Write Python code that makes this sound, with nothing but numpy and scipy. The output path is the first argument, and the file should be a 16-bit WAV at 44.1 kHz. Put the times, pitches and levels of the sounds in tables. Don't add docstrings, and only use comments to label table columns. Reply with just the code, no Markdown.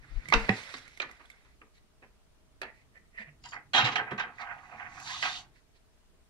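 import sys
import numpy as np
from scipy import signal
from scipy.fft import rfft, irfft, next_fast_len
from scipy.io import wavfile
from scipy.ndimage import uniform_filter1d, map_coordinates

SR = 44100
rng = np.random.default_rng(int(sys.argv[2]) if len(sys.argv) > 2 else 0)


def master_out(mix):
    frames = np.transpose(np.atleast_2d(mix))
    ceiling = np.clip(frames, -1, 1)
    pcm = np.round(ceiling * 32767).astype(np.int16)
    wavfile.write(sys.argv[1], SR, pcm)


N = 277785
TIME = np.arange(N) / SR

# freq_hz, density_db
HUSH_SPECTRUM = [(8.8, -32.5), (15, -2), (59, -4), (108, -17.5), (125, -24), (188, -16), (308, -22.5),
                 (449, -19), (535, -29), (636, -19.5), (694, -26), (1240, -27), (1660, -29.5),
                 (3430, -32.5), (15600, -40.5)]
# freq_hz, correlation
HUSH_LIKENESS = [(60, 0.11), (240, 0.22), (950, 0.27), (3770, -0.19), (15000, -0.19)]
# freq_hz, correlation
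NEAR_LIKENESS = [(60, .93), (300, .98), (950, .96), (1500, .72), (4000, .55), (12000, .3)]
# freq_hz, correlation
ECHO_LIKENESS = [(60, .9), (900, .9), (1500, .2), (4000, .02)]
# freq_hz, t60_s
ROOM_DECAY = [(200, .3), (2000, 0.24), (10000, 0.096)]
# time_s, level_db, hiss_db
RUSTLE = [(0, -71, -77), (.2, -62, -68), (.29, -61.5, -66), (.344, -53, -49), (.44, -46, -55),
          (.49, -58, -56.5), (.58, -54.5, -50.5), (.68, -56.5, -57), (.78, -59, -52.5), (.805, -62, -62),
          (.948, -71.5, -68.5), (1.25, -70.5, -73.5), (1.55, -80, -81.5)]
# start_s, hold_s, level_db, hiss_db
SCUFFS = [(1.752, 0.031, -73.5, -68.5), (2.67, .03, -57, -83.5), (2.746, 0.078, -68.5, -75),
          (2.956, 0.023, -62.5, -75), (3.052, .008, -78.5, -83.5), (3.15, .03, -61.5, -85),
          (3.185, 0.046, -49.5, -63), (3.272, 0.02, -55.5, -85), (5.56, 0.032, -70.5, -70.5),
          (5.755, 0.021, -76, -70)]
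SCUFF_RISE_DB_PER_S, SCUFF_FALL_DB_PER_S = 740, 1160
# freq_hz, density_db
CLOTH_SPECTRUM = [(290, -37), (500, -6), (870, -8.5), (944, -9.5), (2110, 2.5), (2970, -13.5),
                  (3500, -23.5), (4550, -53.5), (7700, -120)]
# freq_hz, density_db
GRIP_SPECTRUM = [(290, -43), (500, -14.5), (681, -10), (815, -26.5), (877, -20.5), (1580, -11), (1850, 4),
                 (2500, -5), (3500, -30), (4550, -60), (7700, -120)]
# freq_hz, density_db
HISS_SPECTRUM = [(1290, -29.5), (2200, 0), (2830, -8), (3930, -2.5), (9260, -20), (11800, -25.5),
                 (13300, -26), (15500, -59)]
# time_s, level_db
RUMBLE = [(0, -67), (.35, -53.5), (.77, -69.5), (1.52, -79), (2.98, -75.5), (3.35, -66), (3.63, -69),
          (3.74, -60), (4.2, -67), (5.3, -62.5), (5.63, -76), (6.3, -82)]
# freq_hz, density_db
RUMBLE_SPECTRUM = [(40, -29), (80, -5.5), (125, -0.5), (180, -12), (300, -10.5), (450, -27.5), (700, -120)]
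# start_s, level_db, pitch_hz, rise_constant_s, t60_s
THUMPS = [(0.287, -37, 160, 0.0042, 0.12), (0.338, -29.5, 211, 0.0026, 0.27),
          (.34, -28.5, 455, 0.0075, 0.27), (0.493, -16, 198, 0.0014, 0.1),
          (0.494, -23.5, 111.3, 0.0022, 0.15), (.497, -24.5, 766, 0.0028, .12),
          (3.455, -39.5, 957, 0.0042, 0.087), (3.755, -20, 717, 0.01, 0.2), (3.785, -28, 823, 0.0089, 0.17),
          (0.744, -42, 259, 0.0055, 0.11), (3.192, -40, 213, 0.01, 0.12), (3.268, -43.5, 147.3, 0.01, 0.17),
          (3.83, -18.5, 125.5, 0.0096, 0.12), (4.114, -31.5, 201, 0.012, 0.17),
          (4.399, -53.5, 240.5, .015, 0.23), (5.231, -49, 283, 0.012, 0.19)]
# middle_s, level_db, swing_hz, half_width_s
PUFFS = [(.005, -47, 40, 0.031), (0.135, -33.5, 40, 0.037), (0.175, -20.5, 32.5, 0.026),
         (0.368, -18, 31, 0.025), (0.429, -30.5, 29.86, 0.037)]
# start_s, level_db, pitch_hz, speck_db (re level)
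TICKS = [(.2563, -37, 2010, -27), (0.2862, -32, 2250, -8), (.301, -31, 2170, -15.5),
         (.3247, -16.5, 2070, -31.5), (0.3361, -14, 2685, -28.5), (.4944, -22.5, 2540, -26),
         (.7412, -38, 2010, -28), (.782, -49, 2580, -11), (.8785, -45.5, 2150, -9),
         (0.9737, -43, 2140, -5.5), (1.0018, -22, 2410, -34), (1.112, -42.5, 2020, -9.5),
         (1.256, -53, 3400, -9), (1.3007, -41, 2170, -11), (1.316, -52, 3530, -10), (2.616, -31, 1754, -11),
         (2.9569, -53.5, 1806, -19.5), (3.749, -16, 3250, -31), (3.846, -25, 3600, -28.5),
         (3.9566, -20, 2250, -26), (3.982, -23, 1805, -34.5), (4.1137, -33.5, 1750, -25),
         (4.3842, -36.5, 1950, -34), (4.798, -34.5, 1900, -34), (4.9997, -43.5, 2530, -4.5),
         (5.226, -22, 2050, -35)]
TICK_T60_S = .019
# start_s, level_db, thud_db and bright_db (re level), base_t60_s
KNOCKS = [(.324, -11.5, -26.5, -17, .11), (.338, -13, -12, -3, 0.07), (.486, -30, 1, -23, 0.087),
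          (.492, -15.5, -13.5, -13.5, 0.047), (.739, -32.5, -19, -9, .1), (1, -31, -43, -2, 0.097),
          (1.017, -31, -20.5, -5, .13), (1.091, -42.5, -35, -14, .099), (1.196, -47.5, -16.5, -20, .15),
          (1.448, -58, -18, -9, 0.21), (1.615, -44.5, -11, -26, 0.096), (2.022, -46, -7.5, -26, .12),
          (2.039, -44.5, -12, -25.5, 0.06), (2.617, -29, -22.5, -15.5, 0.11),
          (2.631, -29.5, -23.5, -15, 0.1)]
KNOCK_BASE_RISE_S = .0022
# start_s, level_db, thud_db and bright_db (re level), base_t60_s, base_rise_s
JOLTS = [(3.439, -40.5, -25, -3, .16, .0056), (3.455, -41, -34, -5.5, .087, .0026),
         (3.519, -35, -44, -10.5, .05, .0013), (3.531, -26, -27.5, -36, .14, .0086),
         (3.734, -21, -25, 1, 0.51, 0.0019), (3.748, -11.5, -30.5, -1, 0.29, .011),
         (3.781, -20.5, -20.5, -4, .061, .0013), (3.844, -20.5, -22, 4, .2, .0044),
         (3.861, -16, -27, -8, 0.085, .0031), (3.917, -26.5, -19.5, -0.5, .14, .0024),
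         (3.956, -23.5, -24, 4.5, 0.094, .0013), (3.983, -23.5, -19.5, -29, 0.155, .0031),
         (4.059, -34.5, -41, -33, .34, 0.0061), (4.109, -29.5, -10.5, -10.5, .127, .0013),
         (4.128, -33.5, -14, -42, .075, .0016), (4.178, -21, -46, -12.5, .11, .0048),
         (4.195, -24, -35, -4.5, 0.124, 0.00088), (4.227, -36, -24, -26, 0.36, 0.0031),
         (4.715, -37.5, -20, -24, 0.11, .0032), (4.797, -34, -29, -19, .13, 0.0032),
         (5.224, -23, -34, 0, 0.15, 0.0018), (5.254, -17.5, -22, -5, 0.093, 0.015)]
# freq_hz, density_db
PLASTIC_SPECTRUM = [(180, -33), (300, -6), (999, -4), (1240, -3), (1570, -3.5), (1700, 0.5), (2620, -6.5),
                    (4000, -37), (5200, -37), (8800, -120)]
# freq_hz, density_db
BRIGHT_SPECTRUM = [(1470, -26), (2500, 0.5), (2850, -5.5), (3190, -4), (3980, -2.5), (4330, -7),
                   (7110, -19), (9800, -46.5), (15500, -76)]
# freq_hz, width_hz, gain_db
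THUD_MODES = [(122, 24, -3.5), (219, 19, -1.5), (292, 66, -5), (482, 130, -6.5)]
# freq_hz, width_hz, gain_db
CHASSIS_MODES = [(730.6, 64, -0.5), (824, 20, 1.5), (886, 23, -4.5), (1032, 52, -4.5), (1109, 25, -5),
                 (1292, 37, 1), (1437, 20, -4), (1594, 73, 2.5), (1830, 71, -5.5), (1970, 80, 1),
                 (2106, 60, -10.5), (2370, 76, -13)]
# freq_hz, density_db
METAL_SPECTRUM = [(290, -56), (500, -16), (802, -16), (1200, -7), (1610, -5), (2430, -4.5), (3500, -33),
                  (4550, -79), (7700, -120)]
# freq_hz, width_hz, gain_db
BRACKET_MODES = [(2850, 78, 5), (3163, 55, 7.5), (3254, 47, 6), (3790, 52, 7), (3960, 34, -8.5)]
# start_s, hold_s, level_db
SQUEAKS = [(3.452, .012, -54.5), (3.49, 0.041, -55)]
SQUEAK_RISE_DB_PER_S, SQUEAK_FALL_DB_PER_S = 710, 520
# freq_hz, width_hz, gain_db
PIN_MODES = [(3600, 150, -11), (4700, 270, -3), (5350, 190, -3.5), (6870, 250, -6.5)]
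# start_s, hold_s, upper_modes_db, lower_modes_db
PRESSURE = (4.5, 1.7, -58, -58.5)
# start_s, hold_s, upper_modes_db, lower_modes_db
SLIPS = [(4.392, 0.036, -44, -47), (4.47, 0.052, -46, -49), (4.718, .035, -52.5, -53.5),
         (4.8, 0.058, -46.5, -53), (4.96, 0.014, -51.5, -54.5), (5.06, 0.17, -49, -55.5),
         (5.24, 0.055, -44.5, -44.5)]
SLIP_RISE_DB_PER_S, SLIP_FALL_DB_PER_S = 1000, 210
LET_GO_S, LET_GO_FALL_DB_PER_S = 5.385, 210
# time_s, rasp_db, hiss_db
BRUSH = [(4.3, -82.5, -92), (4.382, -68, -73), (4.418, -49, -63.5), (4.455, -82, -77), (4.75, -73, -75),
         (4.874, -78, -72), (4.97, -63, -61), (5.02, -67, -56), (5.076, -44.5, -50), (5.21, -44, -51.5),
         (5.244, -40, -46.5), (5.37, -43, -54), (5.41, -55, -55.5), (5.46, -91, -81)]
# freq_hz, density_db
SKIN_SPECTRUM = [(1470, -38.5), (2500, -9), (2760, -5), (3070, -5), (3720, -4.5), (4640, -4.5), (5080, -11),
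                 (6300, -11.5), (9220, -33), (10900, -34.5), (12200, -35), (15500, -71)]
# freq_hz, width_hz, gain_db
SHELL_MODES = [(3670, 260, -4)]
# time_s, level_db, pitch_hz
DRAG = [(5.04, -67, 878), (5.08, -52.5, 933), (5.15, -49, 1090), (5.18, -61.5, 1180), (5.2, -76.5, 1200)]
# time_s, level_db, pitch_hz
PEEL = [(5.28, -64, 3620), (5.33, -48, 3690), (5.37, -53, 3720), (5.39, -70, 3700)]
# time_s, left_over_right_db
PLACE = [(0, -4), (.5, -7), (1.2, -6), (1.6, -1), (2.6, -4), (3.7, -4.5), (5.3, -5.5), (6.3, -3)]
# freq_hz, lead_rad
PORT_LEAD = [(60, 0), (1050, .2), (1500, 1.5), (2000, 2.8), (3200, 4.5), (6000, 8), (15000, 18)]
# freq_hz, left_over_right_db
PORT_SHADE = [(300, 2), (1500, -2), (5000, 1), (9000, 3), (13000, -1)]
# freq_hz, gain_db
MICROPHONE = [(10000, 0.5), (13000, -5), (15700, -8)]
TOP_HZ = 15710


def amp(db):
    return 10 ** (np.asarray(db) / 20)


def unit(x):
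    return x / np.sqrt(np.mean(x ** 2) + 1e-20)


def along(points, hz):
    freq_hz, value = np.transpose(points)
    return np.interp(np.log(hz + 1), np.log(freq_hz + 1), value)


def curves(rows):
    time_s, level_db, *others = np.transpose(rows)
    level = np.interp(TIME, time_s, level_db, -120, -120)
    return [level] + [np.interp(TIME, time_s, column) for column in others]


def traced(rows):
    levels_db = np.array(curves(rows))
    return amp(levels_db) * (levels_db[0] > -119)


def gestures(rows, rise_db_per_s, fall_db_per_s):
    power = 0
    for start_s, hold_s, *levels_db in rows:
        before_s = np.maximum(start_s - TIME, 0)
        after_s = np.maximum(TIME - start_s - hold_s, 0)
        away_db = rise_db_per_s * before_s + fall_db_per_s * after_s
        power = power + amp(np.array(levels_db)[:, None] - away_db) ** 2
    return np.sqrt(power)


def wobble(knots_per_s):
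    knots = rng.standard_normal(int(N * knots_per_s / SR) + 4)
    return map_coordinates(knots, [TIME * knots_per_s])


def filtered(x, response):
    length = x.shape[-1]
    size = next_fast_len(length + SR // 2)
    spectrum = rfft(x, size) * response(np.fft.rfftfreq(size, 1 / SR))
    return irfft(spectrum, size)[..., :length]


def modes(table):
    def response(hz):
        total = 0
        for k, (freq_hz, width_hz, gain_db) in enumerate(table):
            damping = 1j * hz * width_hz
            total = total + (-1) ** k * amp(gain_db) * damping / (freq_hz ** 2 - hz ** 2 + damping)
        return total
    return response


def shape(spectrum):
    return lambda hz: amp(along(spectrum, hz))


def part(response, split_hz, upper):
    above = lambda hz: hz ** 6 / (hz ** 6 + split_hz ** 6)
    return lambda hz: response(hz) * (above(hz) if upper else 1 - above(hz))


def sounded(force, response):
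    grid_hz = np.linspace(1, SR / 2, 4096)
    scale = np.sqrt(np.mean(np.abs(response(grid_hz)) ** 2))
    return filtered(force, response) / scale


def grit(grain_db, knots_per_s, patchy_db=3.0):
    cells = signal.stft(rng.standard_normal((2, N)), nperseg=256)[2]
    field = uniform_filter1d(rng.standard_normal(cells.shape[1:]), size=3, axis=0)
    field = uniform_filter1d(field, size=8, axis=1)
    pair = signal.istft(cells * amp(patchy_db * unit(field)), nperseg=256)[1][:, :N]
    return unit(amp(grain_db * wobble(knots_per_s)) * pair)


def ports(pair, likeness):
    def blend(hz):
        angle = np.arccos(np.clip(along(likeness, hz), -1, 1)) / 2
        return np.array([np.cos(angle), np.sin(angle)])
    mid, side = filtered(pair, blend)
    return np.array([mid + side, mid - side])


def pan(db):
    return amp(np.array([db / 2, -db / 2]))


def room_tone():
    pair = ports(grit(0.3, 9.3, patchy_db=1.2), HUSH_LIKENESS)
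    return amp(-64) * unit(filtered(pair, shape(HUSH_SPECTRUM)))


def rubbing(levels, band, band_db, hiss_db, grain_db):
    soft = sounded(ports(grit(grain_db, 60), NEAR_LIKENESS), shape(band))
    fine = sounded(ports(grit(1.0, 130, patchy_db=2.5), NEAR_LIKENESS), shape(HISS_SPECTRUM))
    return levels[0] * amp(band_db) * soft + levels[1] * amp(hiss_db) * fine


def rustle():
    scuffs = gestures(SCUFFS, SCUFF_RISE_DB_PER_S, SCUFF_FALL_DB_PER_S)
    return (rubbing(traced(RUSTLE), CLOTH_SPECTRUM, band_db=5, hiss_db=3.0, grain_db=2.0)
            + rubbing(scuffs, GRIP_SPECTRUM, band_db=3.5, hiss_db=-1.3, grain_db=2.5))


def thumps():
    out, t = np.zeros(N + SR), np.arange(SR // 2) / SR
    for start_s, level_db, pitch_hz, rise_s, t60_s in THUMPS:
        envelope = amp(level_db - 60 * t / t60_s) * (1 - np.exp(-t / rise_s)) ** 2
        out[round(start_s * SR):][:len(t)] += envelope * np.sin(2 * np.pi * pitch_hz * t)
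    level_db, = curves(RUMBLE)
    noise = unit(filtered(rng.standard_normal(N), shape(RUMBLE_SPECTRUM)))
    rumble = amp(level_db + 3.1 * wobble(4.7)) * noise
    return pan(-3.5)[:, None] * (out[:N] + rumble)


def puffs():
    air = 0
    for middle_s, level_db, swing_hz, half_width_s in PUFFS:
        envelope = amp(level_db) * np.exp(-2 * ((TIME - middle_s) / half_width_s) ** 2)
        air = air + envelope * np.sin(2 * np.pi * swing_hz * (middle_s - TIME))
    flutter = 1 + 0.13 * wobble(250)
    return air * flutter * amp([[0], [-19]])


def ticks():
    out, t = np.zeros((2, N + SR)), np.arange(SR // 20) / SR
    for start_s, level_db, pitch_hz, speck_db in TICKS:
        swell = (1 - np.exp(-t / 0.00056)) * amp(2.5 - 60 * t / TICK_T60_S)
        ring = np.sin(2 * np.pi * pitch_hz * t) * swell
        speck = ports(rng.standard_normal((2, len(t))), NEAR_LIKENESS)
        speck = speck * amp(speck_db + 1.5 - 60 * t / 0.032)
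        out[:, round(start_s * SR):][:, :len(t)] += amp(level_db) * (ring + speck)
    return pan(-4)[:, None] * filtered(out[:, :N], lambda hz: 1 / (1 + (hz / 11000) ** 4))


def strokes(events, layer, late, slow, crack):
    power = np.zeros(N + SR)
    t = np.arange(SR // 2) / SR
    snap = crack * (t / 0.0018) * np.exp(1 - t / 0.001)
    for start_s, level_db, thud_db, bright_db, t60_s, rise_s in events:
        layer_db = level_db + {"body": 0, "thud": thud_db, "edge": bright_db}[layer]
        swell = (1 - np.exp(-t / max(late * rise_s, 1e-4))) * amp(-60 * t / (slow * t60_s))
        power[round(start_s * SR):][:len(t)] += amp(layer_db) ** 2 * (swell ** 2 + snap ** 2)
    return np.sqrt(power[:N])


def contacts(events, body, edge, thud_db, bright_db, bright_slow, crack):
    def layer(name, late, slow, crack, grain_db, response):
        envelope = strokes(events, name, late, slow, crack)
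        return sounded(ports(grit(grain_db, 300), NEAR_LIKENESS) * envelope, response)
    main = layer("body", late=1.5, slow=0.97, crack=crack, grain_db=3.0, response=body)
    thud = layer("thud", late=4.7, slow=1.3, crack=.05, grain_db=-2.0, response=modes(THUD_MODES))
    bright = layer("edge", late=0.99, slow=bright_slow, crack=crack, grain_db=1.0, response=edge)
    return amp(-4.5) * main + amp(thud_db) * thud + amp(bright_db) * bright


def knocks():
    events = [row + (KNOCK_BASE_RISE_S,) for row in KNOCKS]
    return contacts(events, shape(PLASTIC_SPECTRUM), shape(BRIGHT_SPECTRUM),
                    thud_db=1.5, bright_db=2, bright_slow=0.36, crack=1.0)


def chassis(hz):
    bounds = 1 / (1 + (hz / 2700) ** 8) / (1 + (620 / (hz + 1)) ** 8)
    return bounds * modes(CHASSIS_MODES)(hz) + amp(-3) * shape(METAL_SPECTRUM)(hz)


def bracket(hz):
    bounds = 1 / (1 + (hz / 4500) ** 4) / (1 + (2500 / (hz + 1)) ** 4)
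    return bounds * modes(BRACKET_MODES)(hz) + amp(-6.5) * shape(BRIGHT_SPECTRUM)(hz)


def jolts():
    return contacts(JOLTS, chassis, bracket, thud_db=5.0, bright_db=-5, bright_slow=0.82, crack=0.83)


def sliding(levels, responses, grain_db, knots_per_s, side_db, uneven_db):
    total = 0
    for level, response in zip(levels, responses):
        force = ports(grit(grain_db, knots_per_s, 2 * uneven_db), NEAR_LIKENESS)
        total = total + sounded(level * amp(uneven_db * wobble(30)) * force, response)
    return pan(side_db)[:, None] * total


def squeak():
    levels = gestures(SQUEAKS, SQUEAK_RISE_DB_PER_S, SQUEAK_FALL_DB_PER_S)
    return sliding(levels, [modes(PIN_MODES)], grain_db=4.0, knots_per_s=250, side_db=5.0, uneven_db=1.64)


def scrape():
    push = gestures([PRESSURE] + SLIPS, SLIP_RISE_DB_PER_S, SLIP_FALL_DB_PER_S)
    push = push * amp(-LET_GO_FALL_DB_PER_S * np.maximum(TIME - LET_GO_S, 0))
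    responses = [part(chassis, 1200, upper=True), part(chassis, 1400, upper=False)]
    return sliding(push, responses, grain_db=2.5, knots_per_s=150, side_db=-1.5, uneven_db=1.64)


def brush():
    skin = lambda hz: shape(SKIN_SPECTRUM)(hz) * (1 + np.abs(modes(SHELL_MODES)(hz)))
    responses = [part(skin, 6100, upper=False), part(skin, 5460, upper=True)]
    return sliding(traced(BRUSH), responses, grain_db=1.5, knots_per_s=330, side_db=1.5, uneven_db=0.6)


def drag(rows, waver):
    level_db, pitch_hz = curves(rows)
    phase = 2 * np.pi * np.cumsum(pitch_hz * (1 + waver * wobble(150))) / SR
    return amp(level_db + 3 + 2.5 * wobble(99)) * np.sin(phase)


def leading(pair):
    def response(hz):
        turn = np.exp(.5j * along(PORT_LEAD, hz) * np.array([[1], [-1]]))
        return pan(along(PORT_SHADE, hz)) * turn
    return filtered(pair, response)


def room(x):
    hz, t, cells = signal.stft(rng.standard_normal((2, SR // 2)), SR, nperseg=256)
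    decay = amp(-60 * t / along(ROOM_DECAY, hz)[:, None])
    tail = signal.istft(cells * decay, SR, nperseg=256)[1]
    delayed = np.pad(x, (300, 0))[None]
    return signal.fftconvolve(delayed, tail / np.linalg.norm(tail[0]), axes=1)[:, :N]


def scene():
    near = rustle() + ticks() + knocks() + jolts() + squeak() + scrape() + brush()
    near = near + drag(DRAG, waver=.07) + drag(PEEL, waver=0.017)
    near = near * pan(np.interp(TIME, *np.transpose(PLACE)))
    echoes = amp(-9.5) * ports(room(near.mean(axis=0)), ECHO_LIKENESS)
    return room_tone() + thumps() + puffs() + leading(near) + echoes


def record(dry):
    return filtered(dry, lambda hz: shape(MICROPHONE)(hz) * (hz < TOP_HZ))


dry = scene()
out = record(dry)
master_out(out)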